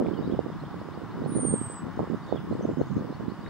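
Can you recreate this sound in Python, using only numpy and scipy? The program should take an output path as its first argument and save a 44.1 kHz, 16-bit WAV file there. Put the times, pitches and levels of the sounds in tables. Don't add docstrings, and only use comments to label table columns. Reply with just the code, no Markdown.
import sys
import numpy as np
from scipy import signal
from scipy.io import wavfile
from scipy.ndimage import uniform_filter1d

SR = 44100
rng = np.random.default_rng(int(sys.argv[2]) if len(sys.argv) > 2 else 0)


def wav_record(signal):
    frames = np.transpose(np.atleast_2d(signal))
    bounded = np.clip(frames, -1, 1)
    quanta = np.round(bounded * 32767).astype(np.int16)
    wavfile.write(sys.argv[1], SR, quanta)


def ratio_of_db(decibels):
    return 10 ** (np.asarray(decibels, float) / 20)


N = 153909

# time in seconds, pitch in Hz, level in dB.
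WHISTLE = [
    (1.273, 9600, -61),
    (1.307, 9210, -53),
    (1.346, 9150, -46.5),
    (1.369, 9066, -36.5),
    (1.499, 8680, -31.5),
    (1.616, 8310, -40),
    (1.648, 8320, -42),
    (1.785, 7990, -48),
    (1.824, 7900, -68),
]
# time in seconds, change in dB.
WHISTLE_FADES = [
    (1.388, -5),
    (1.442, -9.5),
    (1.526, -2),
    (1.605, -4),
    (1.68, -5.5),
    (1.76, 0),
]
# start in seconds, end in seconds, left level in dB, right level in dB.
GUSTS = [(0, 0.1, -30.5, -28), (0.093, 0.158, -38, -28.5), (0.172, 0.411, -31.5, -29.5),
         (0.48, 0.477, -52, -39), (0.654, 0.94, -44.5, -39), (1.007, 1.105, -47.5, -36.5),
         (1.168, 1.359, -33, -28.5), (1.319, 1.566, -35.5, -28.5), (1.631, 1.653, -38, -37),
         (1.804, 1.864, -31.5, -37.5), (1.973, 2.046, -30.5, -28.5), (2.097, 2.147, -47, -25),
         (2.289, 2.406, -44.5, -33.5), (2.502, 2.617, -34.5, -31), (2.624, 2.741, -32, -28),
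         (2.769, 2.815, -33.5, -20.5), (2.9, 3.13, -37, -28.5), (3.194, 3.325, -41.5, -33)]
# frequency in Hz, level in dB per Hz.
RUMBLE_SPECTRUM = [(40, -22), (170, 4.5), (400, -6), (900, -38)]
# time in seconds, peak in dB, pitch in Hz.
BIG_EDDIES_LEFT = [(0.013, -18, 400), (0.277, -19, 256), (0.3, -24, 340), (1.205, -34, 201),
                   (1.374, -19, 235), (1.542, -17, 340), (1.869, -26, 216), (1.976, -22.5, 230),
                   (2.335, -25, 348), (2.701, -20, 280), (2.815, -13, 352), (2.968, -19.5, 197),
                   (3.01, -25, 252)]
# time in seconds, peak in dB, pitch in Hz.
BIG_EDDIES_RIGHT = [(0.0003, -22.5, 400), (0.005, -17, 347), (0.071, -23.5, 318), (0.137, -20, 246),
                    (0.286, -23, 233), (0.324, -17.5, 264), (0.392, -12.5, 416), (1.366, -17.5, 270.0),
                    (1.452, -16.5, 330), (1.539, -13.5, 260), (1.993, -16.5, 580), (2.101, -20, 232),
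                    (2.147, -20, 272), (2.326, -12.5, 450), (2.654, -17.5, 338), (2.692, -18.5, 360),
                    (2.773, -23.5, 278), (2.783, -22, 206)]
KNOCK_TIMES = [.469, .502, 0.638, 0.743, 0.816, 0.888, .976, 1.242, 1.352, 1.7, 2.075, 2.611, 2.649, 3.127]
# time in seconds, peak in dB, pitch in Hz.
MID_EDDIES_LEFT = [(0.024, -13.5, 394), (0.033, -20.5, 348), (0.049, -20, 428), (0.061, -33, 258),
                   (0.087, -19.5, 493), (0.19, -24.5, 231), (0.225, -21.6, 430), (0.447, -24.5, 212),
                   (1.22, -18, 303), (1.403, -24, 297), (1.432, -22, 295), (1.624, -29.5, 259),
                   (1.999, -15.5, 299), (2.008, -16.5, 204), (2.344, -20, 227), (2.516, -32, 322),
                   (2.553, -16.5, 296), (2.565, -27, 330), (2.639, -33, 249), (2.651, -18, 346),
                   (2.689, -21, 209), (2.713, -19, 310)]
# time in seconds, peak in dB, pitch in Hz.
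MID_EDDIES_RIGHT = [(0.087, -21, 311), (0.101, -26, 362), (0.199, -18, 265), (0.298, -17.3, 287),
                    (0.338, -19, 258), (0.352, -21, 290), (0.463, -17.6, 285), (1.261, -15.5, 434),
                    (1.322, -17.5, 223), (1.394, -19, 370), (1.434, -14.5, 272), (1.485, -19, 297),
                    (1.528, -20, 273), (1.615, -15.5, 228), (2.005, -15, 498), (2.034, -22, 374),
                    (2.137, -16, 294), (2.348, -17, 340), (2.36, -18, 444), (2.513, -16, 300),
                    (2.527, -16.5, 363), (2.798, -22, 312), (2.811, -16.8, 340), (2.98, -17.5, 273),
                    (3.106, -22, 200), (3.283, -16.5, 220)]
# start in seconds, length in seconds, from Hz,
# to Hz, level in dB.
CHIRPS = [(.03, .075, 3200, 3750, -66), (.128, .025, 2900, 3300, -57), (.155, .03, 3250, 2900, -59),
          (.17, .02, 4100, 4900, -67), (.222, .045, 3700, 3900, -60), (.305, .03, 2900, 3750, -58),
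          (.332, .025, 3650, 2600, -60), (.515, .025, 2900, 3500, -65), (.595, .02, 3600, 4400, -60),
          (.648, .02, 2900, 3600, -60), (.785, .035, 3800, 5000, -68), (.915, .045, 3000, 5000, -64),
          (1.09, .04, 3100, 4700, -67), (1.225, .04, 3100, 4600, -64), (2.22, .05, 4900, 4450, -65),
          (2.255, .1, 3750, 3550, -61), (2.35, .032, 3650, 3250, -57), (2.618, .017, 5750, 6350, -59),
          (2.8, .045, 3500, 4600, -66), (2.965, .045, 3600, 4700, -65), (3.11, .05, 3500, 4600, -65),
          (3.275, .05, 3500, 4700, -65),
          (3.402, .035, 5100, 4600, -65),
    (3.447, .016, 3800, 3750, -59),
    (3.477, .013, 4100, 4650, -61),
    (2.285, .05, 4300, 4500, -65),
    (1.3, .09, 3500, 4300, -64),
          (2.505, .045, 3400, 4600, -67), (.19, .022, 5050, 4700, -65), (.255, .03, 4500, 4750, -65),
               (.27, .05, 4300, 3600, -67), (2.215, .03, 3700, 3900, -65), (2.368, .028, 3500, 2600, -59),
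               (2.53, .025, 7800, 7900, -70), (2.63, .028, 6300, 6350, -62), (2.715, .022, 7700, 7200, -70),
               (2.89, .03, 2900, 4300, -64), (3.466, .014, 3700, 3850, -57)]
# start in seconds, level in dB.
TRILLS = [
    (2.784, -64),
    (2.857, -66),
    (2.91, -68),
    (2.965, -65),
]
# time in seconds, pitch in Hz, level in dB.
TWIG_SNAPS = [
    (.068, 2280, -43.5),
    (3.466, 1850, -39),
]
# frequency in Hz, level in dB per Hz.
HUM_SPECTRUM = [(180, -19), (300, 1), (438, -26.5), (540, -9), (775, -3.5), (1070, 0), (2000, -13.5),
                (2600, -28), (3380, -60), (5720, -120)]
# time in seconds, change of hum in dB.
HUM_SWELL = [
    (0, -0.03),
    (2.1, 1.9),
    (2.5, -0.1),
    (3.49, -0.4),
]
# frequency in Hz, level in dB per Hz.
AIR_SPECTRUM = [(2200, -3), (2500, -4.5), (5100, -7), (5600, -11.5), (9200, -17.5), (12000, -21.5),
                (15000, -27)]
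# centre in Hz, width in Hz, level in dB.
CHORUS = [(2955, 440, -68.5), (3584, 250, -71.5), (5105, 202, -75.5)]
# frequency in Hz, likeness from 0 to 1.
LIKENESS = [(300, 1), (960, 1), (1700, 0.9), (2900, 0.32), (5000, 0.28), (9000, 0.17)]


def evened(x):
    return x / np.sqrt(np.mean(x ** 2) + 1e-20)


def drift(shape, size):
    smooth = uniform_filter1d(rng.standard_normal(shape), size=size)
    return uniform_filter1d(smooth, size=size)


def read(points, hz):
    f, value = np.transpose(points)
    return np.interp(np.log(hz + 1), np.log(f + 1), value, left=value[0], right=value[-1])


def add(mix, s, sound):
    at = round(s * SR)
    part = mix[..., max(at, 0):][..., :sound.shape[-1] - max(-at, 0)]
    part += sound[..., max(-at, 0):][..., :part.shape[-1]]


def noise(gain, same, patchy_db):
    frames, hz = N // 256 + 5, np.fft.rfftfreq(1024, 1 / SR)
    a, b, c, d, patches = rng.standard_normal((frames, 513, 5)).T
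    patches = uniform_filter1d(patches, size=10, axis=0)
    patches = evened(uniform_filter1d(patches, size=14, axis=1))
    same = np.clip(same(hz), -1, 1)[:, None]
    left = a + 1j * b
    right = same * left + np.sqrt(1 - same ** 2) * (c + 1j * d)
    z = np.array([left, right]) * gain(hz)[:, None] * ratio_of_db(patchy_db * patches)
    return evened(signal.istft(z, nperseg=1024, noverlap=768)[1][:, :N])


def echoes(x, t60):
    t = np.arange(SR // 2) / SR
    taps = rng.standard_normal((2, len(t))) * (rng.random((2, len(t))) < 0.05)
    taps *= ratio_of_db(-60 * t / t60) * np.minimum(t / 0.0007, 1)
    return signal.fftconvolve(np.atleast_2d(x), taps / np.linalg.norm(taps[0]), axes=1)[:, :N]


def whistle():
    fade_s, flutter_db, tail_s = 0.0062, 1.44, 0.014
    leaves_db, leaves_t60 = -13, 0.27
    t = np.arange(N) / SR
    s, hz, db = np.transpose(WHISTLE)
    level_db = np.interp(t, s, db) + flutter_db * evened(drift(N, 150))
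    for at, depth_db in WHISTLE_FADES:
        level_db += depth_db * np.exp(-0.5 * ((t - at) / fade_s) ** 2)
    gate = np.clip((t - s[0]) / 0.003, 0, 1) * np.exp(-np.maximum(t - s[-1], 0) / tail_s)
    phase = 2 * np.pi * np.cumsum(np.interp(t, s, hz)) / SR
    tone = np.sqrt(2) * gate * ratio_of_db(level_db) * np.sin(phase)
    direct = tone * ratio_of_db(np.array([[-0.75], [0.75]]))
    return direct + ratio_of_db(leaves_db) * echoes(tone, leaves_t60)


def eddy(hz, phase):
    u = np.arange(-600, 600) / SR * hz
    after_swing = ratio_of_db(-16) * np.exp(-0.5 * ((u - 0.5) / 0.55) ** 2)
    shape = np.exp(-0.5 * (u / 0.24) ** 2) + after_swing
    swing = shape * np.sin(2 * np.pi * u + phase)
    return swing - shape * swing.sum() / shape.sum()


def small_eddies(above_lull_db):
    per_s, spread_db, brighten = 130, 4.5, 0.083
    out = np.zeros((2, N))
    size = ratio_of_db(spread_db * np.minimum(rng.exponential(1, (2, N)), 2.5))
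    size *= rng.random((2, N)) < per_s / SR
    kind = rng.integers(0, 12, (2, N))
    for k, hz in enumerate(np.geomspace(131, 444, num=12)):
        hits = size * (kind == k) * ratio_of_db(brighten * k / 11 * above_lull_db)
        swing = eddy(hz, 2 * np.pi * rng.random())
        out += signal.oaconvolve(hits, swing[None], "same", axes=1)
    return evened(out)


def standout_eddies():
    big_db, mid_db = 7, 2
    out = np.zeros((2, N))
    knocks = [(s, -21 - big_db, 400) for s in KNOCK_TIMES]
    for port, table in enumerate((BIG_EDDIES_LEFT, BIG_EDDIES_RIGHT + knocks)):
        for (at, peak_db, hz), turn in zip(table, rng.uniform(-0.9, 1, (40, 2))):
            phase = turn[0] + np.pi * (turn[1] > 0)
            add(out[port], at - 600 / SR, ratio_of_db(peak_db + big_db) * eddy(hz, phase))
    for port, table in enumerate((MID_EDDIES_LEFT, MID_EDDIES_RIGHT)):
        for (at, peak_db, hz), turn in zip(table, rng.random(30)):
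            add(out[port], at - 600 / SR, ratio_of_db(peak_db + mid_db) * eddy(hz, 2 * np.pi * turn))
    return out


def wind():
    lull_db, gust_edge_s, flicker_db = -41.5, 0.0067, 3.5
    eddy_db, rumble_db = -3.5, -2.5
    bass_hz, bass_db, bass_follow = 130, -34, 0.29
    t = np.arange(N) / SR
    level_db = np.full((2, N), float(lull_db))
    for start, end, left_db, right_db in GUSTS:
        level_db[:, (t >= start) & (t < end)] = [[left_db], [right_db]]
    level_db = uniform_filter1d(level_db, size=round(gust_edge_s * SR), axis=1)
    above_lull_db = level_db - lull_db
    eddies = small_eddies(above_lull_db)
    rumble = noise(lambda f: ratio_of_db(read(RUMBLE_SPECTRUM, f)) * (f < 1000), np.zeros_like, patchy_db=3.0)
    lumps = evened(drift((2, N), 700))
    steady = ratio_of_db(eddy_db) * eddies + ratio_of_db(rumble_db) * rumble
    bass = signal.sosfiltfilt(signal.butter(2, bass_hz, fs=SR, output="sos"), steady)
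    out = (steady - bass) * ratio_of_db(level_db + flicker_db * lumps)
    out += bass * ratio_of_db(bass_db + bass_follow * above_lull_db)
    out += standout_eddies()
    low_cut = signal.butter(2, 75, "high", fs=SR, output="sos")
    return signal.sosfilt(low_cut, out)


def chirp(length, from_hz, to_hz, db):
    warble_hz, far_db = 160, -1.5
    u = np.arange(0, length, 1 / SR) / length
    waver = np.sin(2 * np.pi * (65 * u * length + rng.random()))
    waver *= min(length / 0.06, 1) ** 2
    hz = to_hz + (from_hz - to_hz) * (1 - u) ** 1.4 + warble_hz * waver
    swell = np.sin(np.pi * u) ** 0.7
    return ratio_of_db(db + 3 + far_db) * swell * np.sin(2 * np.pi * np.cumsum(hz) / SR)


def far_birds():
    breakup_db, woods_db, woods_t60 = 2.8, -1, 0.33
    tick_gap_s, tick_s, tick_from_hz, tick_to_hz = 0.012, 0.007, 7300, 5700
    twitter_from_s, twitter_to_s, twitter_ticks, twitter_db = 1.9, 3.0, 45, -74.5
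    dry = np.zeros((2, N))
    for (s, *note), side_db in zip(CHIRPS, rng.uniform(-3.9, 1, 60)):
        add(dry, s, chirp(*note) * ratio_of_db(np.array([[side_db], [-side_db]])))
    grain = drift((2, N), 70)
    dry *= ratio_of_db(breakup_db * (evened(grain + grain[0]) - 0.08))
    for s, db in TRILLS:
        for k in range(3):
            add(dry, s + k * tick_gap_s, chirp(tick_s, tick_from_hz, tick_to_hz, db))
    for when, pitch, size in rng.random((twitter_ticks, 3)):
        from_hz = tick_from_hz * (0.9 + 0.2 * pitch)
        to_hz = tick_to_hz * (1 + 0.2 * pitch)
        tick = chirp(tick_s, from_hz, to_hz, twitter_db + 5 * size)
        add(dry, twitter_from_s + when * (twitter_to_s - twitter_from_s), tick)
    for s, hz, db in TWIG_SNAPS:
        add(dry, s - 0.003, chirp(0.003, hz * 1.25, hz * 0.8, db))
    return dry + ratio_of_db(woods_db) * echoes(dry, woods_t60)


def likeness(f):
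    return read(LIKENESS, f)


def traffic_hum():
    hum = noise(lambda f: ratio_of_db(read(HUM_SPECTRUM, f)) * (f > 250) * (f < 2600), likeness, patchy_db=0.5)
    return hum * ratio_of_db(-47 + np.interp(np.arange(N) / SR, *np.transpose(HUM_SWELL)))


def leaf_hiss_and_chorus():
    air = noise(lambda f: ratio_of_db(read(AIR_SPECTRUM, f)) * (f > 2200) * (f < 15150), likeness, patchy_db=-1.1)
    air *= ratio_of_db(-63.5)
    for hz, width, db in CHORUS:
        band = noise(lambda f: np.exp(-0.5 * ((f - hz) / width * 2) ** 2), likeness, patchy_db=1.5)
        air += ratio_of_db(db) * band
    return air


def camera_whine():
    turns = 2 * np.pi * 15706 * np.arange(N) / SR
    left = ratio_of_db(-70) * np.sin(turns)
    right = ratio_of_db(-75.5) * np.sin(turns + 2.7)
    wander = evened(uniform_filter1d(rng.standard_normal((2, N)), size=4000))
    return np.sqrt(2) * np.array([left, right]) * ratio_of_db(1.5 * wander)


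def hide_faint_treble(x):
    from_hz, on_db, range_db = 7800, -55, 36
    high_hz, high_extra_db, ragged_db = 10300, 6.5, 3
    hz, _, z = signal.stft(x, SR, nperseg=1024)
    treble = hz[:, None] > from_hz
    top = abs(z[:, hz > from_hz]).max(axis=(0, 1))
    blocks = np.kron(rng.standard_normal((z.shape[2] // 2 + 1, 33)), np.ones((2, 16)))
    blocks = blocks[:z.shape[2], :len(hz)].T
    threshold_db = on_db + (hz[:, None] > high_hz) * (high_extra_db + ragged_db * blocks)
    faint = abs(z) < np.maximum(top / ratio_of_db(range_db), ratio_of_db(-88))
    hidden = treble & (top > ratio_of_db(threshold_db)) & faint
    return signal.istft(z * ~hidden, SR, nperseg=1024)[1][:, :N]


def scene():
    return whistle() + wind() + traffic_hum() + leaf_hiss_and_chorus() + far_birds()


def band_limit(x):
    return signal.sosfilt(signal.butter(12, 15900, fs=SR, output="sos"), x)


def record(dry):
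    mix = hide_faint_treble(dry) + camera_whine()
    return band_limit(mix)


dry = scene()
out = record(dry)
wav_record(out)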